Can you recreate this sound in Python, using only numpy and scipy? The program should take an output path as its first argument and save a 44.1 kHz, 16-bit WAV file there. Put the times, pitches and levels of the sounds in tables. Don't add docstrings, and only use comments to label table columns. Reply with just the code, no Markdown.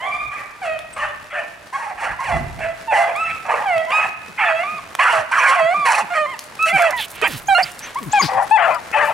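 import sys
import numpy as np
from scipy import signal
from scipy.fft import rfft, irfft, next_fast_len
from scipy.io import wavfile
from scipy.ndimage import uniform_filter1d, minimum_filter1d, map_coordinates

SR = 44100
rng = np.random.default_rng(int(sys.argv[2]) if len(sys.argv) > 2 else 0)


def to_wav(s):
    ch = np.atleast_2d(s).T
    pcm = np.round(np.clip(ch, -1, 1) * 32767)
    wavfile.write(sys.argv[1], SR, pcm.astype(np.int16))


N = 402985
T = np.arange(N) / SR


def amp(db):
    return 10 ** (np.asarray(db) / 20)


def unit(x):
    return x / np.sqrt(np.mean(x ** 2) + 1e-20)


def along(points, hz):
    f, v = np.transpose(points)
    return np.interp(np.log(hz + 1), np.log(f + 1), v)


def curves(rows, t):
    s, *cols = np.transpose(rows)
    return [np.interp(t, s, c) for c in cols]


def wobble(rate):
    return map_coordinates(rng.standard_normal(int(N * rate / SR) + 4), [T * rate])


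def filtered(x, response):
    m = next_fast_len(N + 8192)
    return irfft(rfft(x, m) * response(np.fft.rfftfreq(m, 1 / SR)), m)[..., :N]


def coloured(x, spectrum):
    return unit(filtered(x, lambda hz: amp(along(spectrum, hz))))


def span(s, length, rise, fall):
    part = slice(round(s * SR), min(N, round((s + length) * SR)))
    t = T[part] - s
    edge = np.clip(np.minimum(t / rise, (length - t) / fall), 0, 1) ** 1.2
    return part, t / length, edge


def resonate(x, centre_hz, width_hz, lift_db, patchy_db):
    hz, t, z = signal.stft(x, SR, nperseg=512)
    centre = np.interp(t, T, centre_hz)
    hump = 1 / (1 + ((hz[:, None] - centre) / width_hz * 2) ** 2)
    above = 1 / (1 + (0.54 * centre / (hz[:, None] + 1)) ** 6)
    field = rng.standard_normal(z.shape)
    field = uniform_filter1d(uniform_filter1d(field, size=4, axis=0), size=5, axis=1)
    shaped = z * above * amp(lift_db * hump + patchy_db * unit(field))
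    return unit(signal.istft(shaped, SR, nperseg=512)[1][:N])


def puffs(table):
    out = np.zeros(N + SR)
    for s, length, hz, width_hz, db in table:
        u = np.arange(round(length * SR)) / (length * SR)
        f = np.fft.rfftfreq(len(u), 1 / SR)
        band = 1 / (1 + np.abs((f - hz) / width_hz * 2) ** 2.1)
        puff = irfft(rfft(rng.standard_normal(len(u))) * band, len(u))
        swell = np.sin(np.pi * u ** 0.73)
        out[round(s * SR):][:len(u)] += amp(db) * swell * unit(puff)
    return out[:N]


# pitch_hz, level_db
THROAT_COLOUR = [(2000, -2), (3300, -12), (3800, -26.5), (4500, -19.5), (5500, -36), (7500, -27),
                 (10000, -33), (12000, -45)]
# start_s, length_s, turn (share of length),
# start_hz, turn_hz, end_hz, level_db (at the turn), onset_db and fade_db (how far below that it starts and ends),
# overtone_db (above the fundamental, before throat and mouth), mouth_hz, roughness (0-1)
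HOWL_CALLS = [ (0.0, 0.27, .55, 955, 1202, 1197, -28.5, 9, 16.5, -3.5, 2310, 1),
              (0.615, 0.16, 0.54, 805.5, 634, 601, -24.5, 4, 8.5, -9.5, 2330, 0.27),
              (0.97, 0.15, 0.47, 510.3, 607, 582, -32.5, 15, 8, -2.5, 1800, 0.77),
              (1.326, 0.15, 0.46, 582, 603.5, 592.5, -28, 9, 23, -12, 1780, 0.74),
              (1.725, 0.055, 0.66, 942, 1116, 1071, -18.5, 13, 15, -18.5, 2178, 0.45),
              (2.19, 0.054, 0.48, 997, 1087, 1029, -26.5, -2, 4, -13, 2050, 0.62),
              (2.251, .17, 0.52, 1033, 671, 655, -21.5, 1, 22, -13, 2060, 0.53),
              (2.6, 0.13, 0.45, 641.5, 662, 658.3, -23.5, 12, 9.5, -20, 1948, .6),
              (2.87, 0.073, 0.18, 894, 908.5, 760, -21, 24, -8, -16.5, 2607, 0.39),
              (2.975, 0.11, 0.41, 650.7, 687, 677, -14.5, 5, 14, -18, 2120, 0.47),
              (3.15, 0.24, .3, 1101, 1320, 1284, -23, 7.5, 14.5, -3, 2593, 0.61),
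              (3.655, 0.23, 0.61, 837, 647, 663.8, -17, 3, 19, -14.5, 2093, .3),
              (3.87, 0.047, 0.48, 992, 1007, 1103, -30, 8, -7, -10, 2087, 0.42),
              (3.915, 0.16, .3, 1148, 1262, 1292, -19.5, 2.5, 10.5, 0.5, 2570, 0.35),
              (4.385, 0.26, 0.56, 893, 644, 748, -21.5, 3, 3.5, -10.5, 2470, 0.39),
              (4.632, 0.17, 0.74, 1126, 1245, 1035, -27.5, -3.5, 1, -9, 2460, 0.5),
              (4.989, 0.039, 0.86, 945, 1155, 1203, -12, 4, 10, -8.5, 2208, 0.62),
              (5.128, .11, .4, 690.2, 640.5, 618, -21, -1, 6.5, -16.5, 1602, 0.37),
              (5.312, 0.049, 0.69, 903, 1104, 1160, -23, 2, 14, -32, 2100, .6),
              (5.56, .185, 0.36, 749, 644, 770, -15, 7, 4, -14, 2054, 0.29),
              (5.74, 0.19, 0.22, 1147, 1203, 786.3, -18, 0.5, 1.5, -14.5, 2357, 0.45),
              (6.101, 0.05, 0.51, 697, 707, 686.6, -22.5, 12, 4, -9.5, 1400, 0.47),
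              (6.149, .12, 0.46, 649, 617, 563, -19.5, 4.5, 7.5, -8, 1250, 0.61),
              (6.258, 0.099, 0.52, 1010, 1059, 813, -32.5, -2, -5, -7.5, 2107, 0.63),
              (6.589, 0.1052, 0.502, 1226, 1316, 1305, -13.5, 14.5, 23, -4.5, 2620, 0.27),
              (6.656, 0.073, 0.23, 646.5, 650.5, 702, -26.5, 6, 0.5, 0, 2157, .8),
              (6.724, 0.055, .4, 750, 791, 728.3, -18.5, 10, -10, -7.5, 2264, 0.48),
              (6.79, 0.12, 0.22, 711, 692, 564.3, -11.5, 3, 10, -13.5, 1940, 0.45),
              (6.929, 0.087, 0.11, 1044, 1010, 813, -26, -4, 5.5, -8, 2060, 0.65),
              (7.219, 0.023, 0.24, 400.7, 431.4, 520, -21.5, 8, -4, -33, 1800, 0.43),
              (7.238, 0.039, 0.49, 741, 797, 770, -25, 0, 27, 8.5, 2335, 0.32),
              (7.483, 0.07, 0.47, 822, 777, 742, -8.5, 6, 3, -11.5, 3650, 0.73),
              (7.548, 0.034, .3, 686, 704, 735, -14, 0, -5, -14, 2100, 0.28),
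              (7.547, 0.039, .3, 1382, 1414, 1424, -5, -1, 6, 4.5, 3844, 0.51),
              (7.955, 0.052, 0.64, 872, 1134, 1006, -21, 1, 24, -19.5, 1900, 0.55),
              (8.129, 0.068, 0.083, 835, 844.4, 759, -13, 22, -2, -12.5, 2330, 0.27),
              (8.193, .03, 0.38, 1123, 1142, 800, -10, 8, 8, -9.5, 2280, 0.86),
              (8.31, 0.094, 0.27, 523, 508.5, 582, -30, 6, -1, -23, 1042, 0.68),
              (8.509, 0.069, .45, 812, 890, 786, 0, 10, 15, -19.5, 2720, 0.11),
              (8.585, 0.13, 0.31, 782, 679, 556, -18, -11, 5.5, -15, 1470, 0.4),
              (8.7, .1, 0.301, 1106, 1018, 895, -29.5, -5, 5, -15, 2000, .9),
              (8.947, 0.17, .1, 591, 588.5, 590, -22.5, 15, 9, -11.5, 1189, 0.97)]
HOWL_RISE_S, HOWL_FALL_S = 0.0045, 0.0087
LIPS_WIDTH_HZ, LIPS_DB = 900, 9.5
OVERTONE_FADE = 0.75
FAR_LOSS_PER_KHZ, NEAR_ECHO_DB = 0.026, -17
BREAK_DB = 1.5
SWELL_CAP = 1.3


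def howls(count, jitter, shimmer_db):
    out, shake = np.zeros(N), wobble(90)
    flutter = [wobble(rate) for rate in (50, 50, 50, 30, 30)]
    for (s, length, turn, start_hz, turn_hz, end_hz, db, onset_db, fade_db,
         over_db, mouth_hz, rough) in HOWL_CALLS:
        part, u, edge = span(s, length, HOWL_RISE_S, HOWL_FALL_S)
        knots = [0, np.clip(turn, .02, .98), 1]
        away = np.interp(u, knots, [1, 0, 1]) ** 2
        hz = turn_hz + away * (np.where(u < knots[1], start_hz, end_hz) - turn_hz)
        swell_db = np.interp(u, knots, [-onset_db, 0, -fade_db])
        phase = 2 * np.pi * np.cumsum(hz * (1 + rough * jitter * shake[part])) / SR
        k = np.arange(1, count + 1)[:, None]
        k = k[k[:, 0] * turn_hz < THROAT_COLOUR[-1][0]]
        lips_db = LIPS_DB / (1 + ((k * hz - mouth_hz) / LIPS_WIDTH_HZ * 2) ** 2)
        loss = FAR_LOSS_PER_KHZ * max(curves(TRAIL_PATH, s)[1] - NEAR_ECHO_DB, 0)
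        colour_db = over_db + along(THROAT_COLOUR, k * hz) + lips_db - loss * k * hz / 1000
        shape_db = (k > 1) * (colour_db + (OVERTONE_FADE - 1) * swell_db)
        waver = np.sqrt(k) * np.array([f[part] for f in flutter])[k[:, 0] % len(flutter)]
        waver_db = (rough * shimmer_db + BREAK_DB * (k > 2)) * np.minimum(waver, SWELL_CAP)
        harmonics = amp(shape_db + waver_db) * np.sin(k * phase + k * k)
        out[part] += np.sqrt(2) * edge * amp(db + swell_db) * np.sum(harmonics, axis=0)
    return out


# (per Hz, relative)
CHEST_COLOUR = [(200, -58), (380, -28), (480, -2.5), (600, 0.5), (850, 0), (1200, -7.5), (1500, -26),
                (1950, -6), (3300, -120)]
MOUTH_COLOUR = [(710, -27), (1200, 10), (1320, 7.5), (1710, 5.5), (2170, 0.5), (2560, 5), (3530, -15.5),
                (3800, -31), (4940, -49), (8360, -120)]
HISS_COLOUR = [(2060, -54), (3500, -11), (4250, 2), (5120, -5), (5980, 2), (6480, -9), (7340, -1),
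               (8530, -4), (9420, -3.5), (10800, -7.5), (15500, -47)]
# start_s, length_s, peak (share of length), chest_db (at the peak), onset_db (below that),
# mouth_db and hiss_db (above the chest, at the peak), start_rate_hz and end_rate_hz (pulses, before the scoop
# and drift), mouth_hz (halfway through the sink), disorder (0-1)
BARK_CALLS = [ (0.0, 0.092, 0.38, -32, 7, -1.5, -41, 735, 737, 2010, 1),
              (0.307, 0.14, 0.55, -28.5, 1, -5.5, -26, 1172, 997, 1930, 1),
              (0.621, .08, 0.49, -32, 14, 5.5, -12, 723.5, 643, 2130, 1),
              (0.958, 0.17, 0.45, -25, 2.5, -2, -23.5, 1134, 1192, 1838, .6),
              (1.3, .17, 0.55, -30, 6, 2.5, -23, 673, 684, 2020, 1),
              (1.724, 0.22, 0.57, -24, 8.5, -8, -21, 921, 763, 1920, .7),
              (1.971, .19, 0.32, -22, 14, -0.5, -21.5, 869, 933, 1760, 1),
              (2.194, 0.23, 0.51, -22.5, 2.5, -5.5, -20.5, 1047, 658, 1870, .8),
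              (2.578, .17, .2, -30.5, 12, 4.5, -20, 700.7, 674.3, 2028, 1),
              (2.9, 0.24, 0.26, -15, 13.5, -3.5, -23, 830.4, 700.7, 2149, 1),
              (3.204, 0.13, 0.86, -34.5, 30, 13.5, -14, 1221, 929, 2600, 1),
              (3.444, .216, .35, -17.5, 14, -6.5, -25.5, 828.4, 841, 1833, 1),
              (3.895, 0.21, 0.76, -22, 2, -5.5, -29.5, 1173, 1134, 2284, 1),
              (4.374, 0.17, 0.53, -20, 10.5, 5, -29, 979, 695, 1906, .9),
              (4.986, 0.25, 0.2, -15.5, 1.5, 5, -15.5, 1106, 662.4, 1733, .8),
              (5.309, 0.32, 0.57, -13.5, 9.5, -0.5, -20, 1040, 1096, 1530, .8),
              (5.848, .19, 0.75, -14, 7.5, -2.5, -14.5, 979.4, 800.4, 1870, 1),
              (6.128, 0.078, 0.7, -36.5, 5, 13.5, -7, 763, 832, 1800, 1),
              (6.65, 0.069, 0.91, -29.5, 6.5, 11, -7, 880.4, 798, 2290, 1),
              (6.754, 0.2, .15, -21, 5, 6, -14, 718.6, 730, 1810, .8),
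              (7.217, 0.077, 0.11, -16.5, 6, 11, -24, 688.5, 765, 2258, .8),
              (7.575, .065, 0.56, -16.5, -1, 2, -26, 748, 704, 2400, .9),
              (8.276, 0.1918, 0.79, -14.5, 5.5, -21.5, -39.5, 775.3, 804.4, 1811, .8),
              (8.568, 0.22, 0.34, -16, -2, -1, -54, 792, 559.3, 1655, .6),
              (8.922, 0.22, .15, -14.5, 13, -0.5, -32, 853, 864, 1916, .8)]
BARK_END_DB, BARK_SAG_DB_PER_S = -9.5, -7
BARK_RISE_S, BARK_FALL_S = 0.012, 0.026
CLOSING_DB, HISS_SINK_DB = -5.5, -8
MOUTH_SINK = 0.044
SCOOP_S, SCOOP, SCOOP_DISORDER = .03, .14, .45


def bark_pulses(rate, disorder, drift, scatter, size_db, alternate_db):
    cycles = np.arange(1, 12000)
    chaos = disorder * (.25 + np.minimum(np.abs(wobble(25)), 1.2))
    turns = np.cumsum(rate * np.exp(drift * wobble(45))) / SR
    at = np.interp(cycles, turns, np.arange(N)).astype(int)
    moved = at + scatter * chaos[at] * SR / rate[at] * rng.standard_normal(len(at))
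    uneven_db = size_db * chaos[at] * rng.standard_normal(len(at))
    every_other_db = alternate_db * wobble(20)[at] * (-1.) ** cycles
    sizes = amp(uneven_db + every_other_db) * (at < N - 1)
    return np.bincount(np.clip(moved, 0, N - 1).astype(int), sizes, N)


def barks(drift, scatter, size_db, alternate_db):
    ends = []
    for s, length, *_, start_rate, end_rate, hz, loose in BARK_CALLS:
        high_hz, low_hz = hz * (1 + MOUTH_SINK), hz * (1 - MOUTH_SINK)
        ends.append((s, start_rate * (1 - SCOOP), high_hz, loose * SCOOP_DISORDER))
        ends.append((s + SCOOP_S, start_rate, high_hz, loose))
        ends.append((s + length, end_rate, low_hz, loose))
    rate, mouth_hz, disorder = curves(ends, T)
    pulses = bark_pulses(rate, disorder, drift, scatter, size_db, alternate_db)
    ringing = filtered(pulses, lambda hz: np.exp(-1j * 9 * np.log(1 + hz / 500)))
    chest = resonate(coloured(ringing, CHEST_COLOUR), rate, width_hz=1900, lift_db=13.5, patchy_db=5)
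    mouth = resonate(coloured(ringing, MOUTH_COLOUR), mouth_hz, width_hz=1700, lift_db=4.5, patchy_db=5.5)
    gate = 1.7 + unit(uniform_filter1d(pulses, size=24))
    hiss = coloured(gate * rng.standard_normal(N), HISS_COLOUR)
    hiss = hiss * amp(2.04 * wobble(70) + 1.9 * wobble(18))
    out = np.zeros(N)
    for s, length, peak, db, onset_db, open_db, hiss_db, *_ in BARK_CALLS:
        part, u, edge = span(s, length, BARK_RISE_S, BARK_FALL_S)
        peak = np.clip(peak, .02, .98)
        end_db = BARK_END_DB + BARK_SAG_DB_PER_S * length * (1 - peak)
        chest_db = db + np.interp(u, [0, peak, 1], [-onset_db, 0, end_db])
        mouth_gain = amp(open_db + CLOSING_DB * (u - peak))
        hiss_gain = amp(hiss_db + HISS_SINK_DB * (u - peak))
        voice = chest[part] + mouth_gain * mouth[part] + hiss_gain * hiss[part]
        out[part] += edge * amp(chest_db) * voice
    return out


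# pitch_hz, fade_s (time to fall by 60 dB)
WOOD_FADE = [(400, 0.68), (1300, 0.74), (2600, 0.85), (6000, 0.17), (12000, 0.27)]


def wood(x):
    hz, t, z = signal.stft(rng.standard_normal((3, SR + SR // 2)), SR, nperseg=256)
    fade_s = np.clip(along(WOOD_FADE, hz), .05, 3)[:, None]
    fading = (z[2] + 1.15 * z[:2]) * amp(-60 * t / fade_s)
    tail = signal.istft(fading, SR, nperseg=256)[1]
    late = np.pad(x, (500, 0))[None]
    return signal.fftconvolve(late, tail / np.linalg.norm(tail[0]), axes=1)[:, :N]


# (per Hz, relative)
LEAF_COLOUR = [(40, -11), (110, 4), (350, 2), (700, 5), (1600, 5), (2900, -3.5), (6000, -9.5), (11000, -14),
               (15800, -27.5)]
# time_s, level_db
RUSTLE_LEVEL = [(0, -40.5), (.9, -44.5), (2.3, -42.5), (3.5, -38.5), (4.3, -40.5), (5.2, -38), (6.5, -40.5),
                (7.05, -37.5), (7.4, -39.5), (7.9, -39), (9.14, -37)]


def leaves():
    level_db, = curves(RUSTLE_LEVEL, T)
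    grain = amp(1.5 * wobble(15) + 2.5 * wobble(300))
    noise = rng.standard_normal((3, N)) * grain
    return amp(level_db) * coloured(0.89 * noise[:2] + noise[2], LEAF_COLOUR)


# (per Hz, relative)
WIND_COLOUR = [(12, -40), (20, -11), (59, -5), (136, -7), (319, -22), (400, -22.5), (520, -50), (880, -120)]
# time_s, level_db
WIND_LEVEL = [(0.0, -59), (0.28, -41), (0.35, -62), (0.96, -49), (1.91, -64), (2.11, -36), (2.21, -53),
              (2.36, -27), (2.7, -42), (3.13, -59.5), (3.33, -39.5), (3.53, -59), (6.49, -63.5),
              (6.82, -48), (7.05, -54), (7.33, -41), (7.86, -62), (8.37, -49), (8.5, -50), (9.14, -62)]


def wind():
    level_db, = curves(WIND_LEVEL, T)
    lumps = amp(2.5 * wobble(12) + 2.5 * np.array([wobble(16), wobble(16)]))
    noise = rng.standard_normal((3, N))
    return amp(level_db) * unit(lumps * coloured(noise[:2] + 1.2 * noise[2], WIND_COLOUR))


# start_s, crack_db, body_db (above the crack)
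TWIG_SNAPS = [(0.7906, -32.5, 14.5), (0.9311, -50, -12), (3.1612, -29, -7), (3.78, -33, 19),
              (4.9512, -25, 20.5), (6.3918, -20, 2), (6.4396, -30, -3), (6.5519, -33, 0),
              (6.6264, -21.5, -25), (6.821, -19.5, -6), (6.907, -20.5, -9), (7.083, -31, 0),
              (7.215, -23.5, 11), (7.7918, -23, -19), (7.816, -40, 2), (7.9464, -30, -6), (7.987, -34, 14),
              (8.0295, -31, 8), (8.335, -37, 15), (8.4278, -33, -2), (8.746, -29.5, -2), (9.0559, -38, 8)]


def twigs():
    bright, dull, t = np.zeros(N + SR), np.zeros(N + SR), T[:800]
    for s, db, body_db in TWIG_SNAPS:
        here = slice(round(s * SR), round(s * SR) + len(t))
        bright[here] += amp(db - 60 * t / 0.026) * rng.standard_normal(len(t))
        dull[here] += amp(db + body_db - 60 * t / 0.0088) * rng.standard_normal(len(t))
    high = signal.butter(2, [3500, 11500], "bandpass", fs=SR, output="sos")
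    low = signal.butter(2, [600, 3500], "bandpass", fs=SR, output="sos")
    return (signal.sosfilt(high, bright) + signal.sosfilt(low, dull))[:N]


# start_s, length_s, start_hz, end_hz, level_db
NOSE_WHISTLES = [(7.469, 0.019, 6040, 7410, -28), (7.624, 0.024, 4730, 4730, -16),
                 (7.817, 0.053, 6260, 6100, -32.5), (8.116, 0.023, 6000, 8500, -23),
                 (8.188, 0.036, 7170, 6220, -20.5), (8.217, 0.024, 4940, 4660, -14.5),
                 (8.428, 0.024, 10800, 10530, -38), (8.496, 0.0197, 8400, 7800, -39.5),
                 (8.735, 0.031, 4830, 4823, -40), (5.382, 0.027, 5950, 5980, -27.5),
                 (0.928, 0.019, 8500, 8450, -33)]


def whistles():
    out, shake = np.zeros(N), wobble(430)
    for s, length, start_hz, end_hz, db in NOSE_WHISTLES:
        part = slice(round(s * SR), round((s + length) * SR))
        u = (T[part] - s) / length
        hz = (start_hz + (end_hz - start_hz) * u) * (1 + 0.036 * shake[part])
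        out[part] += amp(db) * np.sin(np.pi * u) * np.sin(2 * np.pi * np.cumsum(hz) / SR)
    return out


# time_s (12 ms after the thump starts), level_db, pitch_hz (passed on the way down)
PAW_THUMPS = [(3.759, -39, 134.7), (4.289, -41, 194), (4.617, -55, 154.5), (4.728, -40, 207.4),
              (5.182, -39, 124.9), (5.629, -37.5, 164), (5.776, -35.5, 183.8), (6.025, -37, 209.4),
              (6.737, -26.5, 171.2), (7.138, -62, 205.7), (7.228, -37, 297), (7.283, -32.5, 304),
              (7.336, -28, 147), (7.435, -43, 174), (7.628, -40, 171.4), (8.013, -30.5, 238),
              (8.064, -25.5, 158.6), (8.23, -20.5, 178), (8.359, -38, 121.6)]
SINK_FROM = 1.308


def paws():
    out, t = np.zeros(N + SR), T[:SR // 8]
    swell = np.sin(np.pi * np.clip(t / 0.055, 0, 1))
    for s, db, hz in PAW_THUMPS:
        phase = 2 * np.pi * np.cumsum(SINK_FROM * hz * np.exp(-t / 0.0816)) / SR
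        note = np.sin(phase) + amp(-6.5) * np.sin(2 * phase)
        out[round((s - .012) * SR):][:len(t)] += amp(db) * swell * note
    return out[:N]


# start_s, length_s, centre_hz, width_hz, level_db
GRASS_BRUSHES = [(6.6, 0.28, 8850, 9000, -41), (6.96, 0.11, 10000, 9000, -35), (7.08, .1, 10200, 9000, -42),
                 (7.24, 0.22, 10760, 10000, -36), (7.45, 0.061, 9907, 9000, -42),
                 (7.52, 0.27, 8500, 8000, -39.5), (7.76, 0.2, 8000, 9000, -45),
                 (7.98, 0.15, 10980, 8970, -47), (8.2, 0.095, 9750, 7950, -36.5),
                 (9.03, 0.12, 10000, 9000, -44)]
CRACKLE_DB = 3.5


def brushing():
    crackle = unit(amp(CRACKLE_DB * (wobble(60) + wobble(500))))
    return puffs(GRASS_BRUSHES) * crackle


# start_s, length_s, centre_hz, width_hz, level_db
MOUTH_PANTS = [(6.97, 0.097, 3120, 1600, -24.5), (7.13, 0.16, 2455, 2012, -37.5),
               (7.272, 0.14, 2370, 5050, -31.5), (7.628, 0.086, 2280, 2500, -31.5),
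               (7.801, 0.14, 2010, 2530, -34), (8.108, 0.12, 2990, 5000, -33.5),
               (8.213, 0.09, 4550, 2450, -27.5), (8.206, 0.065, 1460, 2480, -24)]


def pants():
    return puffs(MOUTH_PANTS)


# time_s, pan_db (left minus right), echo_db (of the wood)
TRAIL_PATH = [(0.0, -0.5, -1), (1.22, 2.5, -10), (2.19, -0.5, -10.5), (3.74, 0, -10), (4.02, 0, -11),
              (6.29, -1, -17.5), (6.44, 1.5, 0), (7.03, -2.5, -36), (7.73, -2.5, -28), (7.86, 1.5, -16),
              (8.55, 11, -21.5), (9.14, 8, -30)]
# pitch_hz, left_lead_rad (below zero, the right leads)
PORT_LEAD = [(200, -0.64), (400, -1.1), (800, -0.65), (1100, -0.46), (2700, -0.34), (6000, 0.48)]
# pitch_hz, shade_db (left minus right)
PORT_SHADE = [(200, 1), (550, -4), (1200, -2), (2500, -2.5), (5000, 0.5)]


def scene():
    pan_db, echo_db = curves(TRAIL_PATH, T)
    voices = howls(count=16, jitter=.016, shimmer_db=4)
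    voices = voices + barks(drift=.06, scatter=.2, size_db=3, alternate_db=4.5)
    pack = voices + twigs() + whistles() + brushing() + pants()
    arriving = pack + paws() + wood(amp(echo_db) * pack)
    sides = np.array([[.5], [-.5]])

    def ports(hz):
        return np.exp(1j * sides * along(PORT_LEAD, hz)) * amp(sides * along(PORT_SHADE, hz))

    return filtered(arriving, ports) * amp(sides * pan_db) + leaves() + wind()


TOP_HZ = 15900


def record(dry):
    need = np.minimum(1, 0.67 / (np.abs(dry).max(0) + 1e-9))
    gain = uniform_filter1d(minimum_filter1d(need, size=160), size=160)
    return filtered(dry * gain, lambda hz: hz < TOP_HZ)


dry = scene()
out = record(dry)
to_wav(out)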